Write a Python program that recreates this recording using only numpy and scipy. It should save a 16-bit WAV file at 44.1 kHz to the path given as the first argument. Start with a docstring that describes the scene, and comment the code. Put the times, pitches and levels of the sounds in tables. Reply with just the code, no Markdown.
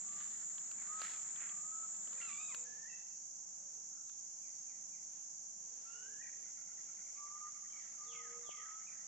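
"""A tropical forest, heard at two spots: the first gives way abruptly to the second.
Shaped noise makes the leafy hush, and fused random clicks the cicada chorus that hisses over it. Birds whistle,
coo and chatter as gliding sines, most of them scattered among echoing trunks. At the first spot feet crunch on
dry litter as shaped grains; twigs snap as ringing cracks, one of them at the second spot.
There a faint whir and a dying flutter sound in opposite phase at the two ears; late on comes a dull tap."""
import sys
import numpy as np
from scipy import signal
from scipy.fft import rfft, irfft, next_fast_len
from scipy.io import wavfile

SR = 44100
rng = np.random.default_rng(int(sys.argv[2]) if len(sys.argv) > 2 else 0)


def store_wav(level_fs):
    """Save 16-bit WAV to argv[1]."""
    pcm = np.round(np.clip(np.atleast_2d(level_fs), -1, 1) * 32767)
    wavfile.write(sys.argv[1], SR, pcm.T.astype(np.int16))


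N = 399987
T = np.arange(N) / SR   # time [s]
CUT_S = 2.645   # the second spot begins


def amp(db):
    """Logarithmic level: decibels become an amplitude gain."""
    return 10 ** (np.asarray(db) / 20)


def rms_one(x):
    """Energy normalization: scaled to rms 1."""
    return x / np.sqrt(np.mean(x ** 2) + 1e-30)


def lean(x, db):
    """Interaural level difference: db louder on the left."""
    return x * amp([[db / 2], [-db / 2]])


def coloured(x, spectrum):
    """Spectral shaping by (Hz, dB) points on a log frequency axis, silenced outside them; rms 1."""
    hz, db = np.transpose(spectrum)
    size = next_fast_len(N)
    log_f = np.log(np.fft.rfftfreq(size, 1 / SR) + 1)
    gain = amp(np.interp(log_f, np.log(hz), db, -90, -90))
    return rms_one(irfft(rfft(x, size) * gain, size)[..., :N])


def resonance(x, hz, width_hz):
    """Resonance: a pole pair rings at hz, with a gain of about 1 on top."""
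    r = np.exp(-np.pi * width_hz / SR)
    feedback = [1, -2 * r * np.cos(2 * np.pi * hz / SR), r * r]
    return signal.lfilter([(1 - r * r) / 2, 0, (r * r - 1) / 2], feedback, x)


def drift(rate):
    """Random modulation: straight lines between chance values of spread 1, rate of them a second."""
    knots = rng.standard_normal(int(T[-1] * rate) + 2)
    return np.interp(T * rate, np.arange(len(knots)), knots)


def level(rows, column, fade_s=0.004):
    """Amplitude envelope: a gain along a table, faded to silence at both ends."""
    rows = np.array(rows)
    edge = np.clip(np.minimum(T - rows[0, 0], rows[-1, 0] - T) / fade_s, 0, 1)
    return edge * amp(np.interp(T, rows[:, 0], rows[:, column]))


def sing(rows, tremble_db, rate):
    """Harmonic synthesis of a syrinx: partials on one gliding pitch tremble apart, overtones twice as much."""
    times, pitches = np.array(rows)[:, :2].T
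    phase = 2 * np.pi * np.cumsum(np.interp(T, times, pitches)) / SR
    voice = np.zeros(N)
    for k in range(1, len(rows[0]) - 1):   # one level column a partial
        tremble = amp(tremble_db * min(k, 2) * drift(rate))
        voice += level(rows, k + 1) * tremble * np.sin(k * phase)
    return np.sqrt(2) * voice


def notes(rows, glide, attack_s, release_s):
    """Frequency modulation: swelling sines; glide gives the share of the pitch change made so far."""
    out = np.zeros(N)
    for s, length, from_hz, to_hz, db, swell_db, *more in rows:
        t = T[:int(length * SR)]
        hz = from_hz + (to_hz - from_hz) * glide(t / length, *more)
        attack = np.minimum(t / attack_s, 1) ** 2
        release = np.minimum((length - t) / release_s, 1)
        gain = amp(db - swell_db * (1 - t / length)) * attack * release
        at = int(max(s, 0) * SR)
        out[at:at + len(t)] += np.sqrt(2) * gain * np.sin(2 * np.pi * np.cumsum(hz) / SR)
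    return out


def bend(share):
    """Accelerating glide: the pitch moves as a power of time, slowly at first."""
    return share ** 1.4


def among_trunks(x, lean_db, direct_db, echo_db, alike, t60, bright=0, lag_s=0):
    """Multiple scattering: direct sound plus a dense exponential decay, partly shared by the ears.
    Leaves return more treble and their stirring makes the scatter flicker; lag_s delays the right ear's direct sound."""
    stir = (1 + .5 * drift(170)) / 1.1
    share, noise = np.clip(alike, 0, 1), rng.standard_normal((3, SR))
    scatter = np.sqrt(share) * noise[0] + np.sqrt(1 - share) * noise[1:]
    scatter *= amp(-60 * T[:SR] / t60) * (T[:SR] > .008)   # nothing returns in the first 8 ms
    scatter /= np.sqrt(np.sum(scatter ** 2) / 2)
    scatter = signal.lfilter([1, -bright], [1], scatter)
    direct = np.array([x, np.interp(T - lag_s, T, x)])
    echoes = stir * signal.fftconvolve(x[None], scatter, axes=1)[:, :N]
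    return lean(amp(direct_db) * direct + amp(echo_db) * echoes, lean_db)


def hush(centre, centre_db, wide, wide_db, treble_db=0):
    """Sum and difference noise: air and leaves, shared and opposed at the ears; three bands swell apart."""
    mid = amp(centre_db) * coloured(rng.standard_normal(N), centre)
    side = amp(wide_db) * coloured(rng.standard_normal(N), wide)
    ears = np.array([mid + side, mid - side])
    bass = signal.sosfilt(signal.butter(1, 450, fs=SR, output="sos"), ears)
    below = signal.sosfilt(signal.butter(1, 1500, fs=SR, output="sos"), ears)
    swelling = bass * amp(1.35 * drift(5))
    swelling += (below - bass) * amp(1.7 * drift(4))
    return swelling + (ears - below) * amp(treble_db + 2.1 * drift(6))


# Spectra of the ears' sum and of their spread at the first spot: (frequency [Hz], relative level [dB])
FIRST_HUSH_CENTRE = [(20, -4), (60, -18.5), (118, -9.5), (199, 1), (274, -7), (567, -13.5), (745, -5),
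                     (935, -12), (1260, -6), (1810, -14), (4600, -18)]
FIRST_HUSH_WIDE = [(20, -5), (103, -14), (170, -5.5), (554, -12.5), (854, -3), (1320, -10), (2990, -21.5),
                   (4600, -30)]


def first_hush():
    """Broadband noise: air and leaves at the first spot."""
    return hush(FIRST_HUSH_CENTRE, -69.5, FIRST_HUSH_WIDE, -69)


def cicadas(spectrum, db, lean_db, alike):
    """Temporal fusion: so many tymbal clicks that they hiss; the bodies and the air give the colour."""
    clicks = rng.standard_normal((3, N)) * (rng.random((3, N)) < 14000 / SR)   # 14000 a second
    share = np.clip(alike, 0, 1)
    ears = np.sqrt(share) * clicks[0] + np.sqrt(1 - share) * clicks[1:]
    return lean(coloured(ears, spectrum) * amp(db + 0.3 * drift(7.6)), lean_db)


# Chorus spectrum at the first spot: (frequency [Hz], relative level [dB])
FIRST_CHORUS = [(4300, -42), (5240, -31.5), (5640, -18.5), (6070, -18), (6550, -6), (7050, -0.5),
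                (7410, -3), (7780, -12.5), (8300, -36), (10000, -40.5), (11300, -79), (15000, -75)]


def first_cicadas():
    """Fused clicks: the chorus at the first spot."""
    return cicadas(FIRST_CHORUS, db=-45, lean_db=-1.0, alike=0.066)


def step_up(share, centre):
    """Sigmoid glide: a steady creep over the whole note plus one smooth step."""
    creep, width = 0.26, 0.13   # shares of the climb and of the length
    return creep * share + (1 - creep) * (1 + np.tanh((share - centre) / width)) / 2


# Slow far whistles, low, then a glide up: (start [s], length [s], from [Hz], to [Hz],
# closing level before echo and scatter [dB], swell [dB], glide centre [share of length], relative echo [dB])
WHISTLES = [(0, 0.23, 1178, 1207, -68, 6, 0.76, -9), (0.843, 0.22, 1207, 1287, -48, 12.5, .35, -29),
            (1.448, 0.42, 1194, 1308, -57.5, 14.5, 0.51, -19),
            (7.133, 0.37, 1166, 1216, -56.5, 4, 0.54, -14), (7.957, .33, 1195, 1257, -61, 0.5, 0.397, -3),
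            (8.392, 0.32, 1190, 1307, -60.5, 5, 0.64, -1.5)]
# Moments at which whistle and echo dip briefly in level: (time [s])
DIPS = [1.022, 1.554, 1.628, 1.708, 7.293, 7.395, 7.525, 7.55, 8.05, 8.525, 8.568]
DIP_WIDTH_S, DIP_DB = 0.009, -12
SLAP_S = .11   # echo delay off the far side of the clearing


def whistler():
    """Discrete echo: each gliding whistle comes back once, beating against itself; their level dips briefly."""
    dips = sum(np.exp(-((T - s) / DIP_WIDTH_S) ** 2) for s in DIPS)
    wavering = amp(DIP_DB * dips + 2.5 * drift(25))
    out = np.zeros(N)
    for *note, echo_db in WHISTLES:
        whistle = notes([note], step_up, attack_s=0.063, release_s=0.017)
        out += whistle + amp(echo_db) * np.interp(T - SLAP_S, T, whistle, 0)
    return wavering * out


# Colour of the leaves: (frequency [Hz], relative level [dB])
LEAF = [(200, -13.5), (600, -17), (1200, -2), (2000, 3), (4500, -5), (6500, -7.5), (10000, -13),
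        (11500, -32), (15000, -27.5)]
# Weight on the litter, rise and fall spanning 20 dB:
# (crest [s], rise [s], fall [s], crest level before scatter [dB], brightness [dB])
STEPS = [(.22, 0.41, 0.31, -64, -3), (.41, 0.21, 0.032, -68, -4), (.85, 0.58, 0.97, -62, -12),
         (1.028, 0.062, 0.12, -59, 3), (1.111, 0.1, 0.061, -58.5, -2), (1.419, 0.11, 0.12, -57, -33),
         (2.22, 0.23, 0.12, -56, -6)]


def litter():
    """Granular noise: leaves crack as uneven grains; a brighter step lifts the treble."""
    happens = rng.random(N) < 900 / SR   # 900 grains a second
    uneven_db = 3.2 * drift(80) + 2.4 * np.minimum(rng.exponential(1, N), 5)
    leaf = coloured(happens * amp(uneven_db) * rng.choice([-1, 1], N), LEAF)
    dull = signal.sosfilt(signal.butter(4, 2700, fs=SR, output="sos"), leaf)
    out = np.zeros(N)
    for s, rise, fall, db, bright_db in STEPS:
        weight = amp(db - 20 * np.maximum((s - T) / rise, (T - s) / fall))
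        out += weight * (dull + amp(bright_db) * (leaf - dull))
    return out


# Snaps: (time [s], peak level before the lean [dB], left minus right [dB], brightness [dB])
TWIGS = [(0.581, -47.5, -6, -30), (0.714, -44, -5.5, -2), (0.873, -49.5, -5, -9), (1.002, -47, -6.5, -6),
         (1.017, -34, -7.5, -6.5), (1.02, -44, 0, -5), (1.067, -50, -5, 4), (1.096, -50, -8, -14),
         (1.103, -53, -11, 3), (1.119, -50, -2.5, -6), (1.361, -60, -32, -25), (1.416, -57, -12, -24),
         (1.475, -66, -2, -29), (1.494, -49, -9, -28), (1.594, -57.5, -7, -20), (1.945, -59, -8, -8),
         (2.074, -51, -11, -15), (2.13, -49, -9, -13), (2.546, -38.5, 6, -1), (4.096, -58, -12, -13)]
# Modes of a twig: (frequency [Hz], width [Hz], relative level [dB])
TWIG_MODES = [(480, 680, 3), (1300, 800, 9), (2600, 1300, 7), (4000, 1200, 8), (9000, 4000, -8)]


def twigs():
    """Modal excitation: a crack of a few milliseconds rings short modes, newly weighted for each twig."""
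    out, t = np.zeros((2, N)), T[:800]
    cracks = rng.standard_normal((len(TWIGS), 800)) * np.exp(-t / 0.0026)
    strengths = rng.normal(0, 2.4, (len(TWIGS), len(TWIG_MODES)))   # dB
    for (s, db, lean_db, bright_db), crack, own in zip(TWIGS, cracks, strengths):
        ring = np.zeros(len(t))
        for (hz, width_hz, mode_db), own_db in zip(TWIG_MODES, own):
            gain = amp(mode_db + own_db + bright_db * (hz > 2900))   # dry twigs ring higher
            ring += gain * resonance(resonance(crack, hz, width_hz), hz, 2 * width_hz)
        at = int(s * SR)
        out[:, at:at + 800] += lean(amp(db) * ring / np.abs(ring).max(), lean_db)
    return out


# Quick thin sweeps, played dry: (start [s], length [s], from [Hz], to [Hz], closing level [dB], swell [dB])
SWEEPS = [(2.168, 0.032, 2500, 2400, -66, 6), (8.022, 0.034, 5200, 3920, -75, -2),
          (8.108, 0.027, 3900, 5700, -73, 2), (.78, 0.042, 2360, 2056, -66.5, 7)]


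def thin_sweeps():
    """Frequency sweeps: brief gliding sines, played dry."""
    return notes(SWEEPS, bend, attack_s=0.0032, release_s=.004)


# Dove coos: (start [s], length [s], from [Hz], to [Hz], closing level before scatter [dB], swell [dB])
COOS = [(2.03, 0.26, 514, 510, -78, -1), (2.47, 0.24, 494, 491, -69, 7), (2.6, 0.46, 456, 476.4, -90, -17),
        (3.66, 0.3, 447, 430, -90.5, -14), (5.55, 0.35, 460, 454, -82, -1),
        (5.85, 0.39, 444.3, 427, -77, 3.5), (6.3, 0.21, 438, 445, -80, -8),
        (8.0, .52, 467.5, 483, -64.5, 6), (6.66, 0.29, 452, 452, -84, -5)]


def coos():
    """Near-pure tones: low sines with soft edges and a wavering level."""
    return notes(COOS, bend, attack_s=0.096, release_s=0.15) * amp(2.0 * drift(18))


# Hoarse notes: three faint ones and the breathy onset of the nasal call:
# (start [s], length [s], from [Hz], to [Hz], closing level before roughening and scatter [dB], swell [dB])
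HOARSE_NOTES = [(3.91, .1, 1370, 1320, -89, 0.1), (4.015, 0.14, 4150, 3250, -95.5, -1),
                (8.86, 0.1, 2516, 1510, -81, -3), (2.195, .03, 1700, 3400, -65, .1)]
# Starts of far falling chirps: (time [s])
FAR_CHIRP_STARTS = [4.428, 4.675, 4.912]
# Their shape: (length [s], from [Hz], to [Hz], closing level before scatter [dB], swell [dB])
FAR_CHIRP = (.062, 2500, 1830, -86, .1)


def hoarse_notes_and_chirps():
    """Amplitude modulation: fast random multiplication makes notes hoarse; the falling chirps stay clean."""
    hoarse = notes(HOARSE_NOTES, bend, attack_s=0.0048, release_s=0.0031) * drift(400)
    chirps = [(s, *FAR_CHIRP) for s in FAR_CHIRP_STARTS]
    return hoarse + notes(chirps, bend, attack_s=0.0081, release_s=0.009)


# A near nasal call: (time [s], pitch [Hz], level before partial weights and scatter [dB], brightness [dB])
NASAL = [(2.209, 1395, -59, -18), (2.227, 1377, -61, -18), (2.271, 1333, -62.5, 6), (2.31, 1161, -64, 0),
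         (2.37, 1157, -65, 4), (2.419, 1270, -64, 2), (2.49, 1250, -68, 6), (2.544, 913, -65.5, -5)]
# Weights of its partials: (relative level [dB])
NASAL_PARTIALS = [-1.5, 0.6, -11, -17.5]


def nasal():
    """Harmonic timbre: four trembling partials; the upper two come and go with brightness."""
    partials = np.array(NASAL_PARTIALS)
    upper = np.arange(len(partials)) > 1
    rows = [(s, hz, *(db + partials + bright_db * upper)) for s, hz, db, bright_db in NASAL]
    return sing(rows, tremble_db=2.2, rate=160)


# Spectra of the ears' sum and of their spread at the second spot: (frequency [Hz], relative level [dB])
SECOND_HUSH_CENTRE = [(20, -10.5), (118, -13.5), (166, -2), (412, -14.5), (593, -12), (874, -8.5),
                      (1020, -15), (2380, -16.5), (4110, -24), (4600, -17)]
SECOND_HUSH_WIDE = [(20, -13.5), (118, -15), (155, -9), (432, -15.5), (621, -7.5), (854, -5), (1120, -13.5),
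                    (2030, -18.5), (2850, -25.5), (4600, -37)]
# Course of the treble in this hush: (time [s], relative level [dB])
TREBLE = [(2.6, 6.5), (3.3, -4), (5.6, -1.5), (5.9, 4), (7, 3.5), (9.1, 1)]


def second_hush():
    """Broadband noise: air and leaves at the second spot, with treble that comes and goes."""
    treble_db = np.interp(T, *np.transpose(TREBLE))
    return hush(SECOND_HUSH_CENTRE, -75, SECOND_HUSH_WIDE, -71, treble_db)


# Chorus spectrum at the second spot: (frequency [Hz], relative level [dB])
SECOND_CHORUS = [(4300, -45), (4710, -29.5), (5150, -26), (5480, -12), (5670, -7), (6550, 2), (7350, -6),
                 (7650, -21), (8070, -34), (8440, -39), (10000, -41.5), (12700, -53), (15000, -62)]


def second_cicadas():
    """Fused clicks: the chorus at the second spot."""
    return cicadas(SECOND_CHORUS, db=-50, lean_db=-3.0, alike=0.18)


# Singers beside the second chorus: (frequency [Hz], width [Hz], level before wavering and lean [dB])
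SINGERS = [(4800, 120, -79), (7780, 110, -75.5)]


def side_singers():
    """Narrow-band noise: resonances sharpen noise into wavering trills."""
    out = np.zeros((2, N))
    for hz, width_hz, db in SINGERS:
        noise = rng.standard_normal((2, N))
        trill = resonance(resonance(noise, hz, width_hz), hz, width_hz)
        out += amp(db + 2.0 * drift(5.6)) * rms_one(trill)
    return lean(out, -0.54)


# Rising calls, the second with an octave: (time [s], pitch [Hz], level of each partial before scatter [dB])
RISES = [
    [(2.645, 1676, -64.5), (2.86, 1824, -63.5), (2.893, 2020, -58)],
    [(5.845, 1325, -70, -92), (5.885, 1355, -64, -72), (5.93, 1405, -66, -68.5), (6.0, 1450, -64, -67),
     (6.12, 1660, -64.5, -95), (6.185, 1703, -67.5, -100), (6.225, 1940, -54, -100)],
]


def rises():
    """Harmonic glides: calls whose partials climb together."""
    return sum(sing(rows, tremble_db=1.7, rate=110) for rows in RISES)


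WHIR_FROM_HZ, WHIR_TO_HZ, WHIR_SETTLES_S, WHIR_WAVER_HZ = 350, 620, 0.58, 16


def whir_and_flutter():
    """Phase opposition: a wavering whir climbs and settles, a low flutter dies away, opposed at the ears."""
    since = np.maximum(T - CUT_S, 0)
    hz = WHIR_TO_HZ + (WHIR_FROM_HZ - WHIR_TO_HZ) * np.exp(-since / WHIR_SETTLES_S)
    hz += WHIR_WAVER_HZ * drift(4.9)
    whir = amp(-85 + 6.1 * drift(12)) * np.sqrt(2) * np.sin(2 * np.pi * np.cumsum(hz) / SR)
    low = rms_one(resonance(resonance(rng.standard_normal(N), 165, 60), 165, 60))
    flutter = amp(-71) * np.exp(-(since / 0.83) ** 2) * low
    return (T > CUT_S) * (whir + flutter) * [[1], [-1]]


# Single slurs and pips:
# (start [s], length [s], from [Hz], to [Hz], closing level before scatter [dB], swell [dB])
SLURS = [(2.89, 0.047, 2710, 2580, -70, -10.5), (6.22, 0.027, 2530, 2240, -66, -3),
         (6.262, .035, 2380, 1374, -69.5, -8), (7.68, .04, 3200, 3070, -72, 9),
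         (7.724, 0.14, 2322, 1544, -74.5, -10.5)]


def slurs():
    """Frequency glides: short sines bend in pitch."""
    return notes(SLURS, bend, attack_s=0.007, release_s=0.0051)


# Chirps in a syllable: (delay [s], start pitch [Hz], end pitch [Hz], relative level [dB]);
# chance then shifts pitch and level
SYLLABLE = [(0, 2495, 1700, 1.5), (.015, 1512, 1230, -1), (.027, 2300, 1950, -4.5)]
CHATTER_S, SETTLED_GAP_S = 6.4364, .096
SLOW_START_S, SETTLES_IN = .05, 1.2   # time lost at the start, over about so many syllables


def chatter(chirp_s=0.0155, count=27):
    """Linear chirps: each syllable is three short falling sweeps; the pace settles until even."""
    out, t, k = np.zeros(N), T[:int(chirp_s * SR)], np.arange(count)
    starts = CHATTER_S + SETTLED_GAP_S * k + SLOW_START_S * (1 - np.exp(-k / SETTLES_IN))
    chance = rng.standard_normal((count, 2, len(SYLLABLE)))   # no two chirps alike
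    for s, (pitches, strengths) in zip(starts, chance):
        for (delay, start_hz, end_hz, chirp_db), pitch, own in zip(SYLLABLE, pitches, strengths):
            cycles = start_hz * t + (end_hz - start_hz) * t ** 2 / (2 * chirp_s)
            chirp = np.sin((1 + 0.035 * pitch) * 2 * np.pi * cycles)
            at = int((s + delay) * SR)
            out[at:at + len(t)] += amp(-67 + chirp_db + 1.3 * own) * np.hanning(len(t)) * chirp
    return out


# A falling phrase: (time after its start [s], pitch [Hz], level before the singing's own and scatter [dB])
FALL = [(0, 3840, -82), (.03, 3450, -67.5), (.06, 3135, -60), (.09, 2222, -62.5), (.165, 1950, -63.5),
        (.245, 1460, -69)]
# When it is sung: (start [s], added level [dB])
FALL_STARTS = [(8.055, 0.1), (8.432, 0.1)]


def falls():
    """Repetition: one falling phrase is sung twice, trembling anew."""
    return sum(sing(np.array(FALL) + [s, 0, db], tremble_db=2.5, rate=98) for s, db in FALL_STARTS)


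def tap():
    """Impulse response: a dull tone swells and decays within milliseconds, weaker and opposed at the right."""
    after = np.maximum(T - 8.4915, 0)
    envelope = after / 0.00084 * np.exp(-after / 0.00061)
    return amp(-23) * np.sin(2 * np.pi * 656 * after) * envelope * [[1], [-.6]]


def scene():
    """Superposition: the two spots in turn, and what sings or cracks in front."""
    first = first_hush() + first_cicadas()
    first += among_trunks(nasal(), lean_db=-4.5, direct_db=1.2, echo_db=5, alike=0.38, t60=0.6, bright=0.68)
    first += among_trunks(litter(), lean_db=-4.5, direct_db=-0.7, echo_db=-1.0, alike=0.29, t60=0.51)
    second = second_hush() + second_cicadas() + side_singers()
    passage = np.clip((T - CUT_S) / 0.0049 + .5, 0, 1)   # about 5 ms
    out = first + passage * (second - first)
    out += among_trunks(whistler(), lean_db=3.0, direct_db=1.55, echo_db=-8.5, alike=0.1, t60=1.6,
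                        lag_s=0.00014)
    phrases = slurs() + falls() + rises()
    out += among_trunks(phrases, lean_db=0.0, direct_db=-3.1, echo_db=10.5, alike=0.37, t60=0.67, bright=1.0)
    hoarse = hoarse_notes_and_chirps()
    out += among_trunks(hoarse, lean_db=-0.5, direct_db=7.5, echo_db=12, alike=0.75, t60=0.5)
    out += among_trunks(coos(), lean_db=-0.5, direct_db=-1.5, echo_db=-4.0, alike=0.8, t60=0.92)
    out += among_trunks(chatter(), lean_db=2.5, direct_db=-2.5, echo_db=2, alike=0.7, t60=0.28)
    return out + thin_sweeps() + twigs() + whir_and_flutter() + tap()


def record(dry):
    """Low-pass filtering: the top is cut, 70 dB down from 15.8 kHz upward."""
    return signal.sosfilt(signal.cheby2(12, 70, 15800, fs=SR, output="sos"), dry)


dry = scene()
out = record(dry)
store_wav(out)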